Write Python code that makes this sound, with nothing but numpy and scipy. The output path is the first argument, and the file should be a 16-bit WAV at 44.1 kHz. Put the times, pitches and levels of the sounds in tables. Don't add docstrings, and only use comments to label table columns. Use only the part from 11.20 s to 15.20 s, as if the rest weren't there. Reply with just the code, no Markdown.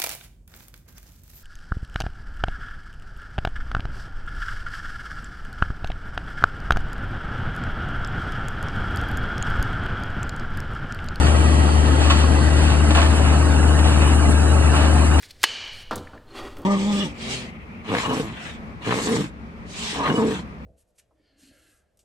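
import sys
import numpy as np
from scipy import signal
from scipy.fft import rfft, irfft
from scipy.io import wavfile

SR = 44100
rng = np.random.default_rng(int(sys.argv[2]) if len(sys.argv) > 2 else 0)


def log_audio(samples):
    frames = np.atleast_2d(samples).T
    limited = np.clip(frames, -1, 1)
    pcm = np.round(limited * 32767).astype(np.int16)
    wavfile.write(sys.argv[1], SR, pcm)


N = 176400
TIME = np.arange(N) / SR
FREQS = np.fft.rfftfreq(N, 1 / SR)
PATHS = (3, N)


# time in seconds, firing rate in Hz.
FIRING_HZ = [(0, 75.1), (1, 75.4), (2, 75.7), (4, 75.7)]

def firing_phase(wander=0.00319):
    return cycle(curve(FIRING_HZ, TIME) * (1 + wander * walk(6.16)))


# multiple of the firing rate, relative level in dB.
EXHAUST_HARMONICS = [(1, 0), (2, -16.5), (3, -22), (4, -23.5), (5, -41.5), (6, -28.5), (7, -30.5), (8, -38)]

def exhaust(phase, level_db=-15, pan_db=5.5, throb_db=-0.03, flutter_db=0.9):
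    drone = undb(throb_db * walk(4.7)) * np.sin(phase)
    for k, db in EXHAUST_HARMONICS[1:]:
        drone += undb(db + flutter_db * walk(12)) * np.sin(round(k) * phase)
    return np.sqrt(2) * drone * undb(level_db + np.array([[1], [-1]]) * pan_db / 2)


# frequency in Hz, relative density in dB.
ROAR_SPECTRUM = [(20, -6), (38, -6), (58, 4.5), (120, 5.5), (180, -1.5), (290, 5), (450, -6), (820, -5.5),
                 (1000, -13), (1550, -17), (2200, -17), (2900, -23), (5000, -23.5), (6000, -20.5),
                 (11500, -43.5)]
ROAR_EDGES_HZ = [0, 500, 1000, 2000, 4000, 7000, 22050]

def roar(phase, level_db=-23.5, pulse_depth=0.054, pulse_rolloff_hz=450, sway_db=.6):
    noise = rfft(colour(rng.standard_normal(PATHS), spectrum(ROAR_SPECTRUM)))
    out = 0
    for lo, hi in zip(ROAR_EDGES_HZ, ROAR_EDGES_HZ[1:]):
        band = irfft(noise * ((FREQS >= lo) & (FREQS < hi)), N)
        pulsing = 1 + pulse_depth * np.exp(-lo / pulse_rolloff_hz) * np.cos(phase)
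        out += band * pulsing * undb(sway_db * walk(30))
    return undb(level_db) * out


# frequency in Hz, relative density in dB.
WOOD_SPECTRUM = [(200, -38), (600, 8.5), (1100, 6), (1700, 2.5), (2200, 3.5), (3000, 4), (5000, -6),
                 (8000, -11), (11500, -31)]
# frequency in Hz, width in Hz, gain in dB.
HOPPER_MODES = [(680, 22, -3.5), (872, 16, -1.5), (1098, 12, 3.5), (1163, 18, -1), (1389, 16, -4),
                (1674, 16, -3.5), (2595, 20, -6), (2960, 30, -8), (3430, 16, -8.5), (4300, 20, -12)]
# start in seconds, length in seconds, level in dB, treble gain in dB.
ROTOR_BITES = [(-0, 0.1, -46.5, 17.5), (0.79, 0.24, -33, 8), (1.35, 0.2, -37, 10), (1.736, 0.12, -24, -1),
               (1.846, 0.325, -30, -3.5), (2.623, 0.15, -34.5, 6.5), (2.812, 0.14, -27.5, -8),
               (3.527, 0.15, -22.5, -8.5), (3.735, 0.073, -32, -8)]
# start in seconds, level in dB, treble gain in dB.
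WOOD_SNAPS = [(.066, -25.5, 4), (.897, -20.5, 4), (.906, -20.5, 5), (1.034, -24, -5), (1.500, -22, -6),
              (1.705, -20, 2), (1.749, -21, 3), (1.768, -20, -6), (1.787, -19.5, -6), (1.815, -19.5, 1),
              (2.082, -25, -4), (2.589, -25, 2), (2.816, -22.5, 2), (3.563, -22.5, -1), (3.652, -22, -4),
              (3.988, -23, 1)]

def shredding(bite_attack_s=.02, bite_release_s=.055, snap_attack_s=.002, snap_decay_s=.014):
    hopper = 1 + sum(undb(db) * resonance(hz, width) for hz, width, db in HOPPER_MODES)
    splinters = unit(clicks(per_s=1200, spread_db=1))
    fibres = unit(clicks(per_s=4100, spread_db=-0.5))
    blows = []
    for start, length, db, treble_db in ROTOR_BITES:
        rise = np.clip((TIME - start) / bite_attack_s, 0, 1)
        fall = np.clip((start + length - TIME) / bite_release_s + .5, 0, 1)
        blows.append((undb(db) * rise * fall * splinters, treble_db))
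    for start, db, treble_db in WOOD_SNAPS:
        age = np.maximum(TIME - start, 0)
        envelope = np.minimum(age / snap_attack_s, 1) * np.exp(-age / snap_decay_s)
        blows.append((undb(db) * envelope * fibres, treble_db))
    treble = highpass(corner_hz=2200)
    lows = rfft(sum(blow for blow, _ in blows)) * (1 - treble)
    highs = rfft(sum(blow * undb(db) for blow, db in blows)) * treble
    return irfft((lows + highs) * unit(spectrum(WOOD_SPECTRUM) * hopper), N)


# start in seconds, level in dB, tilt about 1 kHz in dB per octave.
HOPPER_KNOCKS = [(.902, -23, 5.5), (1.040, -29, -4), (1.753, -30, 5), (1.773, -20.5, -3), (1.817, -26, -7)]

def knocks(attack_s=.003):
    out = np.zeros(N)
    for start, db, tilt in HOPPER_KNOCKS:
        age = np.maximum(TIME - start, 0)
        for hz, width, mode_db in HOPPER_MODES:
            gain = undb(db + mode_db + tilt * np.log2(hz / 1000))
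            envelope = np.minimum(age / attack_s, 1) * np.exp(-np.pi * width * age)
            out += gain * envelope * np.sin(2 * np.pi * (hz * age + rng.random()))
    return ports(out)


# time in seconds, level in dB.
CHIP_FLOW_DB = [(0, -35), (.6, -37.5), (1.2, -37), (2, -36), (2.4, -35.5), (2.9, -34.5), (4, -35)]
# frequency in Hz, relative density in dB.
CHIP_SPECTRUM = [(300, -1), (850, 3), (1250, 6.5), (1700, -2.5), (2200, -28), (2900, 10.5), (3500, -42),
                 (5200, -5), (9000, 3), (11500, -7)]
# time in seconds, gain of the high-passed rustle in dB.
CHIP_CLUMPS = [(1.44, 10), (1.76, 6), (1.97, 10), (2.69, 6), (2.78, 2), (2.88, 11), (2.95, 9), (3.11, 12),
               (3.34, 6), (3.56, 7.5), (3.87, 4.5)]

def chips(flutter_db=0.5, clump_half_width_s=0.021):
    clump_db = sum(db * swell(at, clump_half_width_s) for at, db in CHIP_CLUMPS)
    rustle = colour(clicks(per_s=6000, spread_db=2), spectrum(CHIP_SPECTRUM))
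    bright = irfft(rfft(rustle) * highpass(corner_hz=12400), N)
    flow = undb(curve(CHIP_FLOW_DB, TIME) + flutter_db * walk(20))
    return flow * (rustle + (undb(clump_db) - 1) * bright)


def lumps(per_s=260, level_db=-30, t60_s=0.098, low_hz=520, high_hz=3100):
    tilt_db_per_octave, spread_db = -2.3, 0.5
    out = np.zeros((2, N))
    for when, pitch, size, left, right in rng.random((int(per_s * N / SR), 5)):
        start = int(when * N)
        hz = low_hz * (high_hz / low_hz) ** pitch
        db = tilt_db_per_octave * np.log2(hz / low_hz) - spread_db * np.log(size + 0.01)
        ring = undb(db) * damped_sine(hz, t60_s)
        out[:, start:start + len(ring)] += np.outer([.5 + left, .5 + right], ring[:N - start])
    return undb(level_db) * unit(ports(out) * undb(curve(CHIP_FLOW_DB, TIME)))


# frequency in Hz, level in dB, width in Hz.
DRIVE_TONES = [(56.5, -37, 4), (122, -35, 1.5), (189.5, -40, 1.5), (214, -37, 1), (268, -37, 8),
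               (452, -45, 6), (883, -40, 14), (1097, -45, 14), (1286, -45, 8), (1608, -47, 12)]

def drives(flutter_db=2):
    out = np.zeros(N)
    for hz, db, width in DRIVE_TONES:
        flutter = undb(flutter_db * walk(10))
        phase = cycle(hz + .7 * width * walk(14))
        out += undb(db) * unit(flutter * np.sin(phase))
    return ports(out)


# frequency in Hz, relative density in dB.
BELT_SPECTRUM = [(250, -34), (550, -1.5), (850, -1.5), (1150, 0), (1650, -5.5), (2100, -16), (2600, -8.5),
                 (3300, -11.5), (6000, -77)]
# time in seconds, level in dB.
BELT_DB = [(0, -30.5), (.9, -31.5), (1.6, -38.5), (2.2, -43), (4, -38)]
# frequency in Hz, width in Hz, gain in dB.
FRAME_MODES = [(3740, 260, -5), (4250, 380, -1), (4520, 380, 0)]
# time in seconds, level in dB.
SCRAPE_DB = [(0, -43), (.7, -43.5), (1.45, -42), (1.65, -46.5), (1.8, -41), (2.2, -58.5), (3.3, -59),
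             (3.65, -45), (4, -55)]

def conveyor(left_lag_s=.00038):
    left = colour(clicks(per_s=4000, spread_db=2)[0], spectrum(BELT_SPECTRUM))
    right = irfft(rfft(left) * np.exp(2j * np.pi * FREQS * left_lag_s), N)
    rasp = undb(curve(BELT_DB, TIME)) * np.array([left, right])
    return rasp + undb(curve(SCRAPE_DB, TIME)) * rubbed_steel(FRAME_MODES)


# frequency in Hz, relative density in dB.
RATTLE_SPECTRUM = [(300, -37), (650, 12), (900, 6), (1100, 6), (1550, 10), (2100, -6), (2850, 2.5),
                   (3400, -66), (9000, -71)]
# time in seconds, level in dB.
RATTLE_DB = [(0, -57), (1.2, -37.5), (2, -36), (4, -35)]
# frequency in Hz, width in Hz, gain in dB.
SCREEN_MODES = [(2530, 180, -2), (2700, 200, -2), (2890, 220, 0)]
# peak time in seconds, half width in seconds, level in dB.
SCREEN_LOADS = [(2.1, 0.1, -42.5), (2.69, 0.048, -42), (2.88, 0.053, -36.5), (3.62, 0.1, -42.5)]

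def screen():
    chatter = colour(clicks(per_s=900, spread_db=6), spectrum(RATTLE_SPECTRUM))
    loads = sum(undb(db) * swell(at, half_width) for at, half_width, db in SCREEN_LOADS)
    return yard(undb(curve(RATTLE_DB, TIME)) * chatter) + loads * rubbed_steel(SCREEN_MODES)


def rubbed_steel(modes, flare_db=1.8):
    ticks = clicks(per_s=2500, spread_db=2)[0]
    out = np.zeros(N)
    for hz, width, db in modes:
        ring = colour(ticks, resonance(hz, width) ** 2)
        out += undb(db + flare_db * walk(14)) * ring
    return unit(out)


def pings(per_s=90, t60_s=.14, relative_db=-8):
    out = np.zeros(N)
    modes = SCREEN_MODES + FRAME_MODES
    for when, which, offset in rng.random((int(per_s * N / SR), 3)):
        start = int(when * N)
        hz, width, _ = modes[int(which * len(modes))]
        ring = damped_sine(hz + (offset - .5) * 2 * width, t60_s) / hz
        out[start:start + len(ring)] += ring[:N - start]
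    return undb(relative_db + curve(RATTLE_DB, TIME)) * unit(out)


# time in seconds, fundamental level in dB, octave level in dB.
WHINE_DB = [(0, -40, -53), (1.3, -39, -55), (1.7, -50, -55), (2.5, -54, -45.5), (4, -57, -47.5)]
# frequency in Hz, relative density in dB.
HISS_SPECTRUM = [(1200, -41), (2500, -20), (3200, 21), (3900, -5), (4600, 0), (5900, -6), (7200, -40),
                 (11000, -53)]
# time in seconds, level in dB.
HISS_DB = [(0, -41), (1, -42), (2, -50), (4, -55)]

def hydraulics(whine_hz=1933, waver_hz=5, flutter_db=3):
    phase = cycle(whine_hz + waver_hz * walk(25))
    times, *levels = np.array(WHINE_DB).T
    whine = np.zeros(N)
    for k, db in enumerate(levels, 1):
        partial = unit(undb(flutter_db * walk(15)) * np.sin(k * phase))
        whine += undb(np.interp(TIME, times, db)) * partial
    hiss = colour(rng.standard_normal(PATHS), spectrum(HISS_SPECTRUM))
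    return yard(undb(curve(HISS_DB, TIME)) * hiss) + ports(whine)


def gust(at_s=3.095, half_width_s=.02, level_db=-15.5, corner_hz=115):
    ratio = FREQS / corner_hz
    rumble = colour(rng.standard_normal((2, N)), ratio / (1 + ratio ** 3))
    return undb(level_db) * swell(at_s, half_width_s) * rumble


# frequency in Hz, level against the direct sound in dB.
SCATTER_DB = [(30, 0), (100, -3), (1500, -4.5), (4000, -6.5), (5500, -10.5), (11000, -10.5)]

def yard(paths):
    return ports(paths[0]) + irfft(rfft(paths[1:]) * spectrum(SCATTER_DB), N)


# frequency in Hz, lead of the left port in radians.
LEFT_LEAD_RAD = [(0, 0), (320, -.25), (500, -1.3), (860, -1.3), (1300, -.4), (1700, .3), (2150, 2.7),
                 (2700, 2), (3200, 3.1), (5200, 3.1), (6300, 3.2), (7200, 5.5), (7800, 6.2), (9500, 6.4),
                 (10200, 7.3), (10700, 9), (11700, 9.4)]
# frequency in Hz, left minus right in dB.
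BALANCE_DB = [(30, 4), (130, 2), (330, 3), (750, .5), (1200, -3.5), (2100, 0), (11000, .3)]

def ports(x):
    sides = np.array([[.5], [-.5]])
    shift = np.exp(1j * sides * curve(LEFT_LEAD_RAD, FREQS))
    return irfft(rfft(x) * shift * spectrum(BALANCE_DB) ** sides, N)


def clicks(per_s, spread_db):
    size = undb(spread_db * np.minimum(rng.exponential(size=PATHS), 3))
    return (rng.random(PATHS) < per_s / SR) * size * np.sign(rng.standard_normal(PATHS))


def damped_sine(hz, t60_s):
    age = TIME[:int(t60_s * SR)]
    return np.sin(2 * np.pi * hz * age) * np.exp(-np.log(1000) * age / t60_s)


def resonance(hz, width_hz):
    return 1 / (1 + 2j * (FREQS - hz) / width_hz)


def highpass(corner_hz):
    return 1 / (1 + (corner_hz / (FREQS + 1)) ** 2)


def swell(at_s, half_width_s):
    return np.exp(-((TIME - at_s) / half_width_s) ** 2)


def walk(rate_hz):
    return colour(rng.standard_normal(N), np.exp(-(FREQS / rate_hz) ** 2))


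def cycle(hz):
    return 2 * np.pi * (np.cumsum(hz) / SR + rng.random())


def colour(x, gain):
    return unit(irfft(rfft(x) * gain, N))


def spectrum(rows):
    hz, db = np.array(rows, float).T
    return undb(np.interp(np.log(FREQS + 1), np.log(hz), db))


def curve(rows, at):
    return np.interp(at, *np.array(rows, float).T)


def unit(x):
    return x / np.sqrt(np.mean(np.abs(x) ** 2))


def undb(db):
    return 10 ** (np.asarray(db) / 20)


def scene():
    phase = firing_phase()
    machine = exhaust(phase) + drives() + hydraulics() + conveyor() + screen() + pings()
    return machine + yard(roar(phase) + chips() + shredding()) + knocks() + lumps() + gust()


def record(dry):
    cutoff_hz = 11550
    return signal.sosfilt(signal.ellip(10, .2, 80, cutoff_hz, fs=SR, output="sos"), dry)


dry = scene()
out = record(dry)
log_audio(out)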